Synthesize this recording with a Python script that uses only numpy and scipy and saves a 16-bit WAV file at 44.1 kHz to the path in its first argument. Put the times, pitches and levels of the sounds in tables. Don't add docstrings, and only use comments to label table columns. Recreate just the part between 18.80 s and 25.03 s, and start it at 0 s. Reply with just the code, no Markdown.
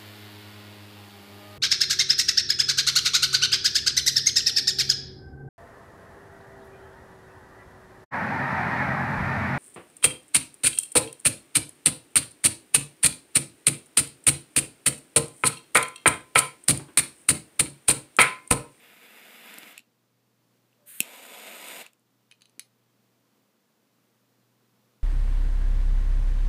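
import sys
import numpy as np
from scipy import signal
from scipy.fft import rfft, irfft
from scipy.io import wavfile
from scipy.ndimage import uniform_filter1d

SR = 44100
rng = np.random.default_rng(int(sys.argv[2]) if len(sys.argv) > 2 else 0)


def digitize_waveform(pressure):
    field = np.atleast_2d(pressure).T
    bounded = np.clip(field, -1, 1)
    quanta = np.round(bounded * 32767).astype(np.int16)
    wavfile.write(sys.argv[1], SR, quanta)


N = 274743
TIME = np.arange(N) / SR
# lit t/s, valve shut t/s, hot roar level/dB, hot hiss level/dB
BURNS = [(-.08, 0.928, -44.8, -50.5), (2.208, 3.022, -38, -41.5)]


def undb(db):
    return np.exp(np.asarray(db) * (np.log(10) / 20))


def unit(x):
    return x / np.sqrt(np.mean(x ** 2))


def colour(x, points, bumps=(), size=8192):
    hz, db = np.transpose(points)
    bins_hz = np.fft.rfftfreq(size, 1 / SR) + 1
    shape_db = np.interp(np.log(bins_hz), np.log(hz), db)
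    for centre_hz, width_hz, lift_db in bumps:
        shape_db += lift_db * np.exp(-2 * ((bins_hz - centre_hz) / width_hz) ** 2)
    cepstrum = irfft(np.log(undb(shape_db)))
    cepstrum[1:size // 2] *= 2
    cepstrum[size // 2:] = 0
    return signal.oaconvolve(x, irfft(np.exp(rfft(cepstrum))))[:len(x)]


def walk(rate_hz):
    hold = max(int(SR / rate_hz), 1)
    steps = np.repeat(rng.standard_normal(N // hold + 1), hold)
    return unit(uniform_filter1d(steps, hold)[:N])


def add(track, start_s, sound):
    i = int(start_s * SR)
    track[i:i + len(sound)] += sound[:N - i]


def gate(start_s, stop_s, rise_s, fade_db_per_s):
    rise = np.clip((TIME - start_s) / rise_s, 0, 1)
    return rise * undb(-fade_db_per_s * np.maximum(TIME - stop_s, 0))


def crackle(pops_per_s, spread_db):
    pops = (rng.random(N) < pops_per_s / SR) * rng.choice([-1, 1], N)
    return unit(pops * undb(spread_db * np.minimum(rng.exponential(size=N), 3)))


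def flame(burn, roar_colour, hiss_colour, roar_pops, hiss_pops, flutter_db, pops_per_s):
    # f/Hz, width/Hz, lift/dB
    desk = [(478, 30, 4), (721.5, 46, 1), (852, 63, 1), (991, 28, 5), (1130, 110, -1), (1273.4, 13, 5),
            (1340, 65, -1.5), (1930.5, 80, 0), (2820, 160, 0.5), (3180, 250, -4), (3550, 300, 1),
            (4960, 250, 5.5)]
    # f/Hz, width/Hz, lift/dB
    hiss_ripple = [(6300, 200, -2.5), (7050, 245, 1.5), (8100, 180, -2), (10100, 400, -2.5),
                   (12450, 210, 1.5), (14050, 250, 2), (14600, 250, 2)]
    lit_s, shut_s, roar_db, hiss_db = burn
    warm_s, valve_close_s = 0.76, 0.011
    cold_db = 14 * np.exp(-np.maximum(TIME - lit_s, 0) / warm_s)
    cut_db = 8.5 * np.clip((TIME - shut_s) / valve_close_s, 0, 1)
    strength = gate(lit_s, shut_s, rise_s=0.018, fade_db_per_s=330) * undb(-cold_db - cut_db)
    pops = crackle(pops_per_s, spread_db=2.0)
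    wander_db = flutter_db * walk(45)
    roar = unit(colour(rng.standard_normal(N) + roar_pops * pops, roar_colour, desk))
    hiss = unit(colour(rng.standard_normal(N) + hiss_pops * pops, hiss_colour, hiss_ripple))
    return strength * (roar * undb(roar_db + wander_db) + hiss * undb(hiss_db + .6 * wander_db))


def jet():
    # f/Hz, level/dB
    first_roar = [(76, -48), (130, -17.5), (217, -0.5), (324, -7.5), (469, -4), (550, -6.5), (689, -4.5),
                  (1080, -10), (1250, -5), (1720, -3.5), (2150, 0.5), (3420, -4.5), (4350, -15.5),
                  (4950, -15.5), (6000, -24.5), (7800, -56), (13200, -120)]
    first_hiss = [(3530, -40), (6000, -8), (6240, -9), (6940, -6), (8290, -2.5), (9860, -5), (11700, 0),
                  (13200, -5), (14500, -1.5), (15400, -8)]
    second_roar = [(76, -55), (130, -26.5), (214, -2.5), (324, -7.5), (667, 1), (822, -5.5), (980, -3),
                   (1110, -9.5), (1250, -5), (1720, -6.5), (2150, -0.5), (2820, -2.5), (3710, -6),
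                   (4420, -14), (6000, -18), (7800, -44.5), (13200, -120)]
    second_hiss = [(3530, -36), (6000, -7.5), (6420, -8), (6860, -1.5), (7570, -5.5), (8130, 0.5),
                   (9010, -0.5), (9560, -3), (10400, -11), (11300, -1), (11600, 0), (13300, -7),
                   (14800, -7.5), (15400, -12)]
    first = flame(BURNS[0], first_roar, first_hiss,
                  roar_pops=0.74, hiss_pops=0.51, flutter_db=1.2, pops_per_s=900)
    second = flame(BURNS[1], second_roar, second_hiss,
                   roar_pops=0.86, hiss_pops=1.7, flutter_db=0.9, pops_per_s=1300)
    return first + second


def background():
    # f/Hz, level/dB
    air_colour = [(25, -6), (60, -11), (90, -15), (140, -9.5), (215, -2.5), (340, -9), (500, -11),
                  (800, -15.5), (1150, -16), (1800, -20), (4400, -22.5), (9700, -27.5), (12500, -26.5),
                  (15300, -24.5)]
    # t/s, level/dB
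    contour = [(0, -73), (1.1, -70.5), (2.15, -68), (2.3, -75), (3.2, -71), (4.1, -69), (6.2, -68)]
    # f/Hz, width/Hz, lift/dB
    ducts = [(214, 50, 0.92), (490, 50, 2.7), (994.4, 40, 1.7)]
    hum_hz, beat_hz, crest_s = 120.7, .47, 1.66
    air = unit(colour(rng.standard_normal(N), air_colour, ducts))
    phase = 2 * np.pi * hum_hz * TIME
    beat_phase = 2 * np.pi * beat_hz * (TIME - crest_s)
    hum = unit(np.sin(phase) + undb(-3.5) * np.sin(phase - beat_phase))
    air_db = np.interp(TIME, *np.transpose(contour))
    return air * undb(air_db + .4 * walk(6)) + hum * undb(air_db - 7.2 + .7 * walk(4))


def contact(hz, db, tilt_db_per_oct, spot_hz, spot_db):
    ref_db, oct_per_db = -30, 0.01
    cutoff_hz = 11500 * 2 ** (oct_per_db * (db - ref_db))
    lift_db = spot_db * np.exp(-10 * np.log2(hz / spot_hz) ** 2)
    return undb(tilt_db_per_oct * np.log2(hz / 5000) + lift_db) / np.sqrt(1 + (hz / cutoff_hz) ** 10)


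def clicks(blows, modes, scrape_db, scrape_s, spread_hz, attack_s):
    out, t = np.zeros(N), TIME[:SR // 8]
    hz, mode_db, t60_s = np.transpose(modes)[:, :, None]
    bins_hz = np.fft.rfftfreq(len(t), 1 / SR) + 1
    signs = (-1) ** np.arange(len(hz))[:, None]
    partials = signs * undb(-60 * t / t60_s) * np.sin(2 * np.pi * hz * t)
    body = np.sqrt(np.sum(undb(mode_db) ** 2 / (1 + ((bins_hz - hz) / spread_hz) ** 4), axis=0))
    body *= np.minimum(bins_hz / hz[0], 1) ** 1.4
    for start_s, db, *timbre in blows:
        gain = undb(mode_db) * contact(hz, db, *timbre)
        ring = np.sum(gain * partials, axis=0) / np.sqrt(np.sum(gain ** 2))
        grit = irfft(rfft(rng.standard_normal(len(t))) * contact(bins_hz, db, *timbre) * body, len(t))
        scrape = undb(scrape_db) * unit(grit) * np.exp(-t / scrape_s)
        click = (ring + scrape) * (1 - np.exp(-t / attack_s))
        add(out, start_s, undb(db) * click / np.sqrt(np.sum(click ** 2) / 10))
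    return out


def striker():
    # t/s, level/dB, tilt/(dB/oct), spot f/Hz, spot lift/dB
    blows = [(.7405, -30.5, -0.5, 8700, 1), (.7843, -26, 3.5, 8400, 4), (.9782, -25, -3.5, 4400, 5),
             (.9922, -35, -2.5, 4200, 13), (1.0022, -52, 1, 4200, 10), (1.929, -55, -12, 3100, 6),
             (2.204, -2.9, 0, 6200, 2.5), (2.8838, -29, -3, 9500, 8), (3.064, -31.5, -4, 8250, 3),
             (3.1328, -47.5, 2.5, 3650, 10), (3.195, -58.5, 6, 8940, 5)]
    # f/Hz, level/dB, t60/s
    modes = [(2470, -3, 0.011), (2720, -2, .012), (3470, -19, 0.011), (4066, -14.5, 0.0087),
             (5400, -12, 0.0089), (7080, -5, 0.01), (7800, -5, 0.0096), (8585, -6.5, 0.0097),
             (9884, .5, 0.0057), (11770, 0.5, .007), (12700, -4.5, .008), (13620, -5.5, .008),
             (14580, -1, .009)]
    return clicks(blows, modes, scrape_db=-5.5, scrape_s=.0014, spread_hz=370, attack_s=.0002)


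def sputters():
    # t/s, peak level/dB
    pops = [(0.776, -32), (0.781, -28.5), (0.8322, -30), (2.335, -33), (2.966, -32), (2.993, -30)]
    kicks = np.zeros(N)
    for start_s, db in pops:
        add(kicks, start_s, undb([db]))
    pop = colour(signal.unit_impulse(SR // 100), [(150, 0), (2700, 9), (5500, -1), (15000, -29)])
    return signal.fftconvolve(kicks, pop / np.abs(pop).max())[:N]


def thumps():
    # t/s, level/dB, f/Hz, t60/s
    low_thumps = [(.782, -44.5, 265, .04), (.832, -41, 296, 0.021), (0.998, -56, 234, 0.054),
                  (1.07, -61.5, 230, .06), (2.204, -22.5, 222, .017), (3.779, -46, 260, 0.021)]
    out, t = np.zeros(N), TIME[:SR // 8]
    attack = 1 - np.exp(-t / .0003)
    for start_s, db, hz, t60_s in low_thumps:
        add(out, start_s, undb(db - 60 * t / t60_s) * np.cos(2 * np.pi * hz * t) * attack)
    return out


def gas():
    # f/Hz, level/dB
    hiss_colour = [(900, -27), (1500, -9.5), (2900, -12), (4100, -16), (5600, -26.5), (6700, -15),
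                   (7800, -12.5), (8400, -4.5), (9800, 0), (10600, -11.5), (11600, -1), (13200, -8),
                   (15300, -4.5)]
    sigh_colour = [(200, -14), (700, -9), (1500, -5), (2300, -1.5), (3500, -5.5), (5500, -17), (14000, -23)]
    open_s, spark_s = 2.056, BURNS[-1][0]
    flow = gate(open_s, spark_s, rise_s=.032, fade_db_per_s=1200)
    drain = sum(gate(shut_s, shut_s + 0.044, rise_s=.012, fade_db_per_s=500) for _, shut_s, *_ in BURNS)
    hiss = unit(colour(rng.standard_normal(N), hiss_colour)) * undb(-44.9) * flow
    sigh = unit(colour(rng.standard_normal(N), sigh_colour)) * undb(-55) * drain
    return hiss + sigh


def squeak():
    start_s, length_s, start_hz, sag_hz_per_s = 1.975, .14, 600, 220
    age_s = np.clip(TIME - start_s, 0, length_s)
    hz = (start_hz - sag_hz_per_s * age_s) * (1 + .008 * walk(80))
    tone = unit(np.sin(2 * np.pi * np.cumsum(hz) / SR))
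    return tone * undb(-68) * np.sin(np.pi * age_s / length_s)


def lever():
    # t/s, level/dB, tilt/(dB/oct), spot f/Hz, spot lift/dB
    blows = [(3.5128, -35.5, -4, 3000, 11), (3.5224, -38, -3.5, 2800, 12), (3.6092, -48, -6, 3300, 0),
             (3.6192, -38.5, -3.5, 3400, 5.5), (3.6558, -43, -2.5, 3800, 2), (3.6957, -51, 1, 8000, 4),
             (3.7945, -20.5, 0, 9800, 5.5)]
    # f/Hz, level/dB, t60/s
    modes = [(2020, -17.5, 0.008), (2500, -8.5, 0.025), (3060, -11, .026), (3900, -14, 0.05),
             (4280, -6.5, 0.014), (5100, -18, .012), (6300, -7, 0.022), (7060, -18, 0.011),
             (7870, -9, 0.0084), (9600, -2, 0.0043), (10470, -4, 0.011), (12300, -9, 0.0045),
             (14200, -10, .0045)]
    return clicks(blows, modes, scrape_db=1, scrape_s=.0019, spread_hz=390, attack_s=0.00014)


def room(x, t60_s, tail_db):
    # delay t/s, level/dB
    echoes = [(.0041, -19.5), (.0098, -15.5), (0.0248, -24.5), (.028, -25.5)]
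    # f/Hz, level/dB
    walls = [(150, -6), (2800, -2), (4500, 4.5), (8000, -6.5), (15000, -7.5)]
    t, build_s = TIME[:SR // 2], 0.0069
    response = rng.standard_normal(len(t)) * undb(-60 * t / t60_s) * (1 - np.exp(-t / build_s))
    response *= undb(tail_db) / np.sqrt(np.sum(response ** 2))
    for delay_s, db in echoes:
        add(response, delay_s, undb([db]))
    return colour(signal.fftconvolve(x, response)[:N], walls)


def scene():
    flames, snaps, latch = jet(), striker(), lever()
    near = flames + snaps + sputters() + thumps() + gas() + squeak()
    reverb = room(near, t60_s=0.16, tail_db=-15) + room(latch, t60_s=0.17, tail_db=-11)
    return (near + latch + reverb + background())[None]


def record(dry):
    bass_hz, top_hz = 105, 15400
    bass_cut = signal.butter(4, bass_hz, "high", fs=SR, output="sos")
    top_cut = signal.ellip(10, .2, 70, top_hz, fs=SR, output="sos")
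    return signal.sosfilt(top_cut, signal.sosfilt(bass_cut, dry))


dry = scene()
out = record(dry)
digitize_waveform(out)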